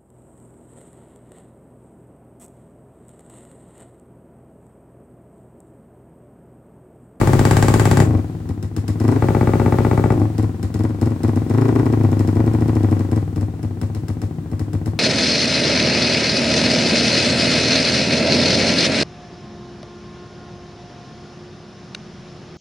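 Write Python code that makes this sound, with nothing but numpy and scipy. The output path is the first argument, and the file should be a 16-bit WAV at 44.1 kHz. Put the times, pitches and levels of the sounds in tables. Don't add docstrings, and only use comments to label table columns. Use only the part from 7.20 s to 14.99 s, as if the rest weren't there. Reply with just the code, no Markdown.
import sys
import numpy as np
from scipy import signal
from scipy.fft import rfft, irfft, next_fast_len
from scipy.io import wavfile

SR = 44100
rng = np.random.default_rng(int(sys.argv[2]) if len(sys.argv) > 2 else 0)


def pcm_store(signal):
    levels = np.round(np.clip(np.atleast_2d(signal), -1, 1) * 32767)
    wavfile.write(sys.argv[1], SR, levels.astype(np.int16).T)


N = 343539

# time in seconds, relative hiss level in dB.
GAS_FLOW = [(0, -34), (.8, -35), (.88, -44.5), (1.02, -49.5), (1.5, -56.5), (1.78, -49.5), (2.05, -40.5),
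            (2.75, -40.5), (3.1, -48), (3.45, -52), (4.5, -46), (5.7, -46.5), (6.2, -53), (7.79, -53.5)]
# frequency in Hz, relative spectral density in dB.
HISS_SPECTRUM = [(100, 20.5), (400, 18.5), (1200, 9.5), (3200, -0.5), (5000, -4.5), (8800, -2.5),
                 (10500, -10), (16000, -7.5)]
BUFFET_SPECTRUM = [(20, -49), (60, -1), (90, 31), (200, -40)]
BARK_SPECTRUM = [(300, 9), (700, 8.5), (1200, 3), (1430, -4.5), (1650, -6), (1900, -6.5), (2150, -9),
                 (2400, -9), (3000, -23), (5000, -27), (12000, -50)]
CRACK_SPECTRUM = [(800, 12), (2200, 8), (3400, -3.5), (5200, -4.5), (6200, -4.5), (7400, 5), (9000, -4),
                  (16000, -19)]
KNOCK_SPECTRUM = [(400, 22), (1500, 12), (1850, 15), (2400, 10.5), (3200, 4), (4200, 7.5), (5300, 5.5),
                  (6000, 4), (7400, 8.5), (16000, -8)]
# frequency in Hz, t60 in seconds, then gain in dB for
PIPE_MODES = [(104.7, 0.18, -6.5, -1.5, -7, -6, -14), (134.6, 0.4, -14, -28, -25.5, -20, -15.5),
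              (164.4, 0.12, -7, -9.5, -13, -24.5, -19), (247, 0.047, -14.5, -6, -5.5, -7.5, -7.5),
              (301.8, 0.063, 6, -28.5, -7, -5, -13.5), (350.8, 0.1, -13, -24, -26.5, -12, -9.5),
              (446, 0.035, -31, -36.5, -30, -45, -39), (539.8, 0.083, -14, -37, -24.5, -25, -20),
              (640, 0.012, 1.5, -20, -18, -22, -27.5)]
# centre in Hz, width in Hz, depth from 0 to 1.
CHAMBER_NOTCHES = [(193.6, 9.1, 1), (577.6, 68, 0.87)]
BANG_TIMES_S = [.014, .0736, .1333, .193, .2524, .311, .3688, .4261, .4833, .5403, .5971, .6548, .7132,
                .7717, .8022, 2.0233, 2.0863, 2.1488, 2.2109, 2.2731, 2.3357, 2.3984, 2.4612, 2.5237, 2.586,
                2.649, 2.7127, 2.7766, 2.84, 2.9042]
# time in seconds, bark in dB, crack in dB.
BANG_LEVELS = [(0, -7.5, -21), (.3, -11, -11), (.8, -11, -14), (2, -10, -33)]
# frequency in Hz, gain in dB, t60 in seconds.
CAN_MODES = [(665, -5, 0.069), (780, 4, 0.025), (875, -1, 0.04), (1012, -11.5, 0.06), (1212, -5.5, 0.04),
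             (1443, -8.5, 0.067), (1984, -1, 0.0083), (2133, -18, 0.031)]
# pop time in seconds, pop level in dB, knock level in dB, cycles to the next.
FIRED_STROKES = [(0.832, -13, -46, 1.0), (0.8734, -6, -47, 1.0), (0.9083, -6, -46, 1.0),
                 (0.9505, -4, -48.0, 1.0), (0.9921, -9.5, -43, 6.0), (1.308, -14, -37.5, 2.0),
                 (1.4454, -16.5, -33.5, 2.0), (1.5827, -12.5, -29, 2.0), (1.699, -9.5, -27.5, 2.0),
                 (1.815, -7.5, -31, 1.0), (1.8511, -6, -38, 1.0), (1.8891, -3.5, -30, 1.0),
                 (1.923, -5, -35, 1.0), (1.9622, -6.5, -49, 2.0), (2.94, -12.5, -36, 1.0),
                 (2.977, -8, -53, 1.0), (3.017, -5.5, -38, 1.0), (3.0544, -9.5, -48, 3.0),
                 (3.196, -6.5, -30, 1.0), (3.2427, -8.5, -37, 4.0), (3.4467, -12, -30.0, 2.0),
                 (3.558, -10.5, -31, 1.0), (3.607, -8.5, -36, 1.0), (3.651, -6.5, -35.5, 1.0),
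                 (3.7063, -12, -44, 3.0), (3.828, -5, -30.5, 1.0), (3.8726, -7.5, -35, 1.0),
                 (3.919, -11, -44.0, 3.0), (4.0477, -5, -30.5, 1.0), (4.093, -6.5, -36, 2.0),
                 (4.1731, -6.5, -33, 3.0), (4.31, -6, -33.5, 1.0), (4.3482, -7, -38, 1.0),
                 (4.384, -4.5, -37, 1.0), (4.4198, -4.5, -34.5, 1.0), (4.4553, -5.5, -41, 1.0),
                 (4.4905, -3.5, -35, 2.0), (4.5611, -3.5, -36, 1.0), (4.597, -4.5, -39, 2.0),
                 (4.665, -4, -36, 2.0), (4.7362, -4, -36, 2.0), (4.8108, -7.5, -48, 1.0),
                 (4.8492, -4.5, -36.5, 2.0), (4.93, -5.5, -35, 2.0), (5.0076, -6, -31, 2.0),
                 (5.0893, -6, -33, 2.0), (5.169, -6, -38.5, 1.0), (5.2041, -4, -55, 2.0),
                 (5.2775, -5, -38, 2.0), (5.3495, -5, -35.5, 2.0), (5.4219, -5, -38.0, 2.0),
                 (5.4948, -5.5, -35.5, 2.0), (5.5676, -5, -35.5, 2.0), (5.646, -4.5, -36.0, 2.0),
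                 (5.7266, -4.5, -35.5, 2.0), (5.808, -8, -36, 3.0), (5.93, -6.5, -34.5, 1.0),
                 (5.9763, -7.5, -34.5, 4.0), (6.179, -10.5, -35, 1.0), (6.229, -11, -37, 4.0),
                 (6.448, -12, -36.0, 3.0), (6.633, -10.5, -31.5, 2.0), (6.7671, -14.5, -33.5, 2.0),
                 (6.902, -12, -32, 2.0), (7.0357, -12, -33, 4.0), (7.3337, -12, -42, 1.0),
                 (7.413, -12.5, -33.5, 2.0), (7.551, -10, -34.5, 2.0), (7.678, -10.5, -31.5, 2.0)]
# time in seconds, throttle from 0 (shut) to 1 (open).
THROTTLE_CURVE = [(1.05, 0.19), (1.3, 0.33), (1.7, 0.23), (1.86, 0.72), (1.97, 1.0), (2.93, 0.086),
                  (3.1, 0.097), (3.19, 0.53), (3.45, 0.31), (3.65, 0.56), (4.29, 0.6), (4.37, 0.87),
                  (4.6, 0.92), (4.85, 0.58), (5.95, 0.54), (6.2, 0.21)]
THROTTLE_STEPS = [0, .3, .6, 1]
# ignition lead in seconds, valve leak
# lead in seconds, leak in dB, piston push lag in seconds, push in dB, thud in dB, bark in dB.
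STROKE_SHAPES = [(0.02, 0.00709, -13, 0.00369, -6, -8, -9.5), (.018, 0.01043, 4.5, 0.00355, 0, -5, -9.5),
                 (.014, 0.00866, -0.5, 0.0078, -10, -18, -6.5),
                 (0.0049, 0.0077, -5.5, 0.00717, 0.5, -38, -3)]
# frequency in Hz, left minus right in dB.
PORT_BALANCE_DB = [(60, 2.8), (400, 3.2), (750, 4.5), (1200, 9), (2200, -1.5), (4500, 9), (8000, 0),
                   (15000, 0)]
# frequency in Hz, left lead in radians.
PORT_PHASE_RAD = [(100, .03), (400, .25), (1200, .5), (2200, -.7), (4500, .5), (8000, 1.4), (12000, .9)]


def from_db(db):
    return 10 ** (np.asarray(db) / 20)


def unit_rms(x):
    return x / np.sqrt(np.mean(x ** 2) + 1e-20)


def per_sample(rows):
    time_s, *columns = np.transpose(rows)
    return [np.interp(np.arange(N) / SR, time_s, column) for column in columns]


def at_hz(points, hz):
    point_hz, value = np.transpose(points)
    return np.interp(np.log(hz + 1), np.log(point_hz), value)


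def at_throttle(throttle, rows):
    return [np.interp(throttle, THROTTLE_STEPS, column) for column in np.transpose(rows)]


def clicks(start_s, level_db):
    out = np.full(N, 1e-18)
    np.add.at(out, np.clip(np.round(start_s * SR).astype(int), 0, N - 1), from_db(level_db))
    return out


def ring(x, hz, t60_s):
    radius, step_rad = from_db(-60 / (t60_s * SR)), 2 * np.pi * hz / SR
    return signal.lfilter([0, np.sin(step_rad)], [1, -2 * radius * np.cos(step_rad), radius ** 2], x)


def fade(x, t60_s):
    return signal.lfilter([1], [1, -from_db(-60 / (t60_s * SR))], x)


def lowpass(x, hz, order=1):
    return signal.sosfilt(signal.butter(order, hz, fs=SR, output="sos"), x)


def highpass(x, hz, order=2):
    return signal.sosfilt(signal.butter(order, hz, "high", fs=SR, output="sos"), x)


def noise(spectrum, width=0.77):
    size = next_fast_len(N)
    gain = from_db(at_hz(spectrum, np.fft.rfftfreq(size, 1 / SR)))
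    mid, side = irfft(rfft(rng.standard_normal((2, size))) * gain, size)[:, :N]
    return unit_rms(mid + width * side * [[1], [-1]])


def gas(flow_db):
    hiss = from_db(flow_db + 7) * noise(HISS_SPECTRUM, width=0.85)
    eddies = rng.standard_normal(N)
    ringing = sum(from_db(half_db) * ring(eddies, hz, t60_s)
                  for hz, t60_s, _, _, half_db, *_ in PIPE_MODES[2:])
    burble = from_db(0.44 * flow_db - 9) * unit_rms(chamber(lowpass(ringing, hz=190)))
    re_peak_db = flow_db - flow_db.max()
    buffet = from_db(1.9 * re_peak_db - 37) * noise(BUFFET_SPECTRUM, width=0.41)
    rumble = from_db(5.6 * re_peak_db - 23.5) * unit_rms(lowpass(rng.standard_normal(N), hz=66, order=4))
    return hiss + burble + buffet + rumble


def chamber(x, mouth_hz=55):
    for hz, width_hz, depth in CHAMBER_NOTCHES:
        x = x - depth * signal.lfilter(*signal.iirpeak(hz, hz / width_hz, fs=SR), x)
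    return highpass(x, mouth_hz)


def bangs(blow_lag_s=0.0013, swell_lag_s=0.002038, stroke_lag_s=.018):
    start_s = np.array(BANG_TIMES_S)
    bark_db, crack_db = (level[(start_s * SR).astype(int)] for level in per_sample(BANG_LEVELS))
    puff_s = np.r_[start_s, start_s + blow_lag_s, start_s + stroke_lag_s] + swell_lag_s
    puff_db = np.repeat([0, -3.2, -2.2], len(start_s))
    body = pipe(puff_s, [puff_db + mode[-1] for mode in PIPE_MODES], cutoff_hz=945)
    hits = clicks(start_s, bark_db) + clicks(start_s + stroke_lag_s, bark_db - 10)
    bark = jet(hits, BARK_SPECTRUM, front_db=-1,
               burst_db=-15, burst_t60_s=0.08, tail_db=-20, tail_t60_s=0.12)
    crack = jet(clicks(start_s, crack_db), CRACK_SPECTRUM, front_db=-0.5,
                burst_db=-3.5, burst_t60_s=0.019, tail_db=-10.5, tail_t60_s=0.15)
    return body + bark + from_db(-12.5) * can(hits) + crack


def jet(hits, spectrum, front_db, burst_db, burst_t60_s, tail_db, tail_t60_s):
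    front = from_db(front_db) * signal.fftconvolve(hits, wavefront(spectrum))[:N]
    burst = from_db(burst_db) * reflections(hits, spectrum, burst_t60_s)
    turbulence = from_db(tail_db) * fade(hits, tail_t60_s) * noise(spectrum)
    return front + burst + turbulence


def wavefront(spectrum, size=2048):
    cepstrum = irfft(np.log(from_db(at_hz(spectrum, np.fft.rfftfreq(size, 1 / SR)))))
    pulse = irfft(np.exp(rfft(2 * cepstrum[:size // 2], size)))
    return pulse * np.sqrt(SR / 1000 / np.sum(pulse ** 2))


def reflections(hits, spectrum, t60_s, size=4096):
    burst = from_db(-60 * np.arange(size) / (t60_s * SR)) * noise(spectrum)[:, :size]
    return signal.fftconvolve(hits[None], burst, axes=1)[:, :N]


def can(hits):
    drive = lowpass(hits, hz=4000, order=2)
    return sum((-1) ** k * from_db(db) * ring(drive, hz, t60_s)
               for k, (hz, db, t60_s) in enumerate(CAN_MODES))


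def pipe(puff_s, levels_db, cutoff_hz, mouth_hz=75):
    warped_s = np.cumsum(pipe_tuning()) / SR
    out = 0
    for (hz, t60_s, *_), mode_db in zip(PIPE_MODES, levels_db):
        phasor = np.exp(2j * np.pi * hz * warped_s)
        envelope = fade(clicks(puff_s, mode_db) * phasor.conj(), t60_s)
        out = out + (phasor * envelope).imag
    return lowpass(highpass(out, mouth_hz, order=3), cutoff_hz, order=2)


def pipe_tuning(pitch_span=0.064, cooling_t60_s=0.93):
    pop_s, pop_db, *_ = np.transpose(FIRED_STROKES)
    heat = fade(clicks(pop_s, pop_db) + clicks(np.array(BANG_TIMES_S), 0), cooling_t60_s)
    return 1 + pitch_span * (heat - heat.mean()) / heat.max()


def knocks(start_s, level_db):
    hits = clicks(start_s, level_db)
    ping = from_db(-6) * ring(hits, hz=5260, t60_s=0.015)
    tick = from_db(2.5) * reflections(hits, KNOCK_SPECTRUM, t60_s=0.02)
    rustle = from_db(-7) * fade(hits, t60_s=0.18) * noise(KNOCK_SPECTRUM)
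    return ping + tick + rustle


def pops(coast_s, coast_db, thud_lag_s=0.00233, intake_span_db=4, front_lead_s=0.001004):
    pop_s, pop_db, knock_db, _ = np.transpose(FIRED_STROKES)
    throttle = np.interp(pop_s, *np.transpose(THROTTLE_CURVE))
    coast_throttle = np.interp(coast_s, *np.transpose(THROTTLE_CURVE))
    coast_db = coast_db + intake_span_db * (coast_throttle - .5)
    lead_s, leak_s, leak_db, push_s, push_db, thud_db, bark_db = at_throttle(throttle, STROKE_SHAPES)
    ignition_s = pop_s - lead_s
    puff_s = np.r_[ignition_s + thud_lag_s, pop_s - leak_s, pop_s, pop_s + push_s, coast_s]
    puff_db = np.r_[pop_db + thud_db, pop_db + leak_db, pop_db, pop_db + push_db, coast_db]
    puff_throttle = np.r_[np.tile(throttle, 4), coast_throttle]
    modes_db = np.array(at_throttle(puff_throttle, np.transpose(PIPE_MODES)[2:-1]))
    body = pipe(puff_s, puff_db + modes_db, cutoff_hz=765)
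    hit_db = pop_db + bark_db
    hits = (clicks(pop_s - front_lead_s, hit_db) + clicks(pop_s + push_s, hit_db - 16.5)
            + clicks(pop_s - leak_s, hit_db - 11.5) + clicks(coast_s, coast_db - 12))
    rasp = jet(hits, BARK_SPECTRUM, front_db=-14.5,
               burst_db=-11.5, burst_t60_s=0.049, tail_db=-27, tail_t60_s=0.16)
    return body + rasp + from_db(-20) * can(hits) + knocks(ignition_s, knock_db)


def coasting(pumping_db=-19, kept_share=0.77):
    ends_s = [row[0] for row in FIRED_STROKES[1:]] + [N / SR]
    strokes = []
    for (pop_s, pop_db, _, cycles), end_s in zip(FIRED_STROKES, ends_s):
        for k in range(1, round(cycles)):
            start_s = pop_s + k * (end_s - pop_s) / round(cycles)
            strokes.append((start_s, pumping_db + kept_share ** k * (pop_db - pumping_db)))
    return np.transpose(strokes)


def yard(x, wet_db=-6.5, t60_s=0.51, low_cut_hz=422, ground_s=.00264, ground_db=-7, count=40):
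    delays_s = rng.uniform(.002, .06, (2, count))
    echoes = np.zeros((2, SR // 10))
    for side, delay_s in zip(echoes, delays_s):
        side[(delay_s * SR).astype(int)] = from_db(-60 * delay_s / t60_s) * rng.choice([-1, 1], count)
    echoes /= np.sqrt(np.sum(echoes ** 2, axis=1, keepdims=True))
    echoes[:, int(ground_s * SR)] += from_db(ground_db)
    return x + from_db(wet_db) * signal.fftconvolve(highpass(x, low_cut_hz), echoes, axes=1)[:, :N]


def scene():
    flow_db, = per_sample(GAS_FLOW)
    engine = chamber(pops(*coasting()) + bangs())
    return yard(engine) + gas(flow_db)


def record(dry, low_cut_hz=38, high_cut_hz=16300):
    size = next_fast_len(N + SR // 10)
    hz = np.fft.rfftfreq(size, 1 / SR)
    left_gain = from_db(at_hz(PORT_BALANCE_DB, hz) / 2) * np.exp(.5j * at_hz(PORT_PHASE_RAD, hz))
    heard = irfft(rfft(dry, size) * np.array([left_gain, 1 / left_gain]), size)[:, :N]
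    heard = highpass(heard, low_cut_hz)
    rounded = heard / (1 + heard ** 4) ** .25
    return signal.sosfilt(signal.ellip(10, .1, 80, high_cut_hz, fs=SR, output="sos"), rounded)


dry = scene()
out = record(dry)
pcm_store(out)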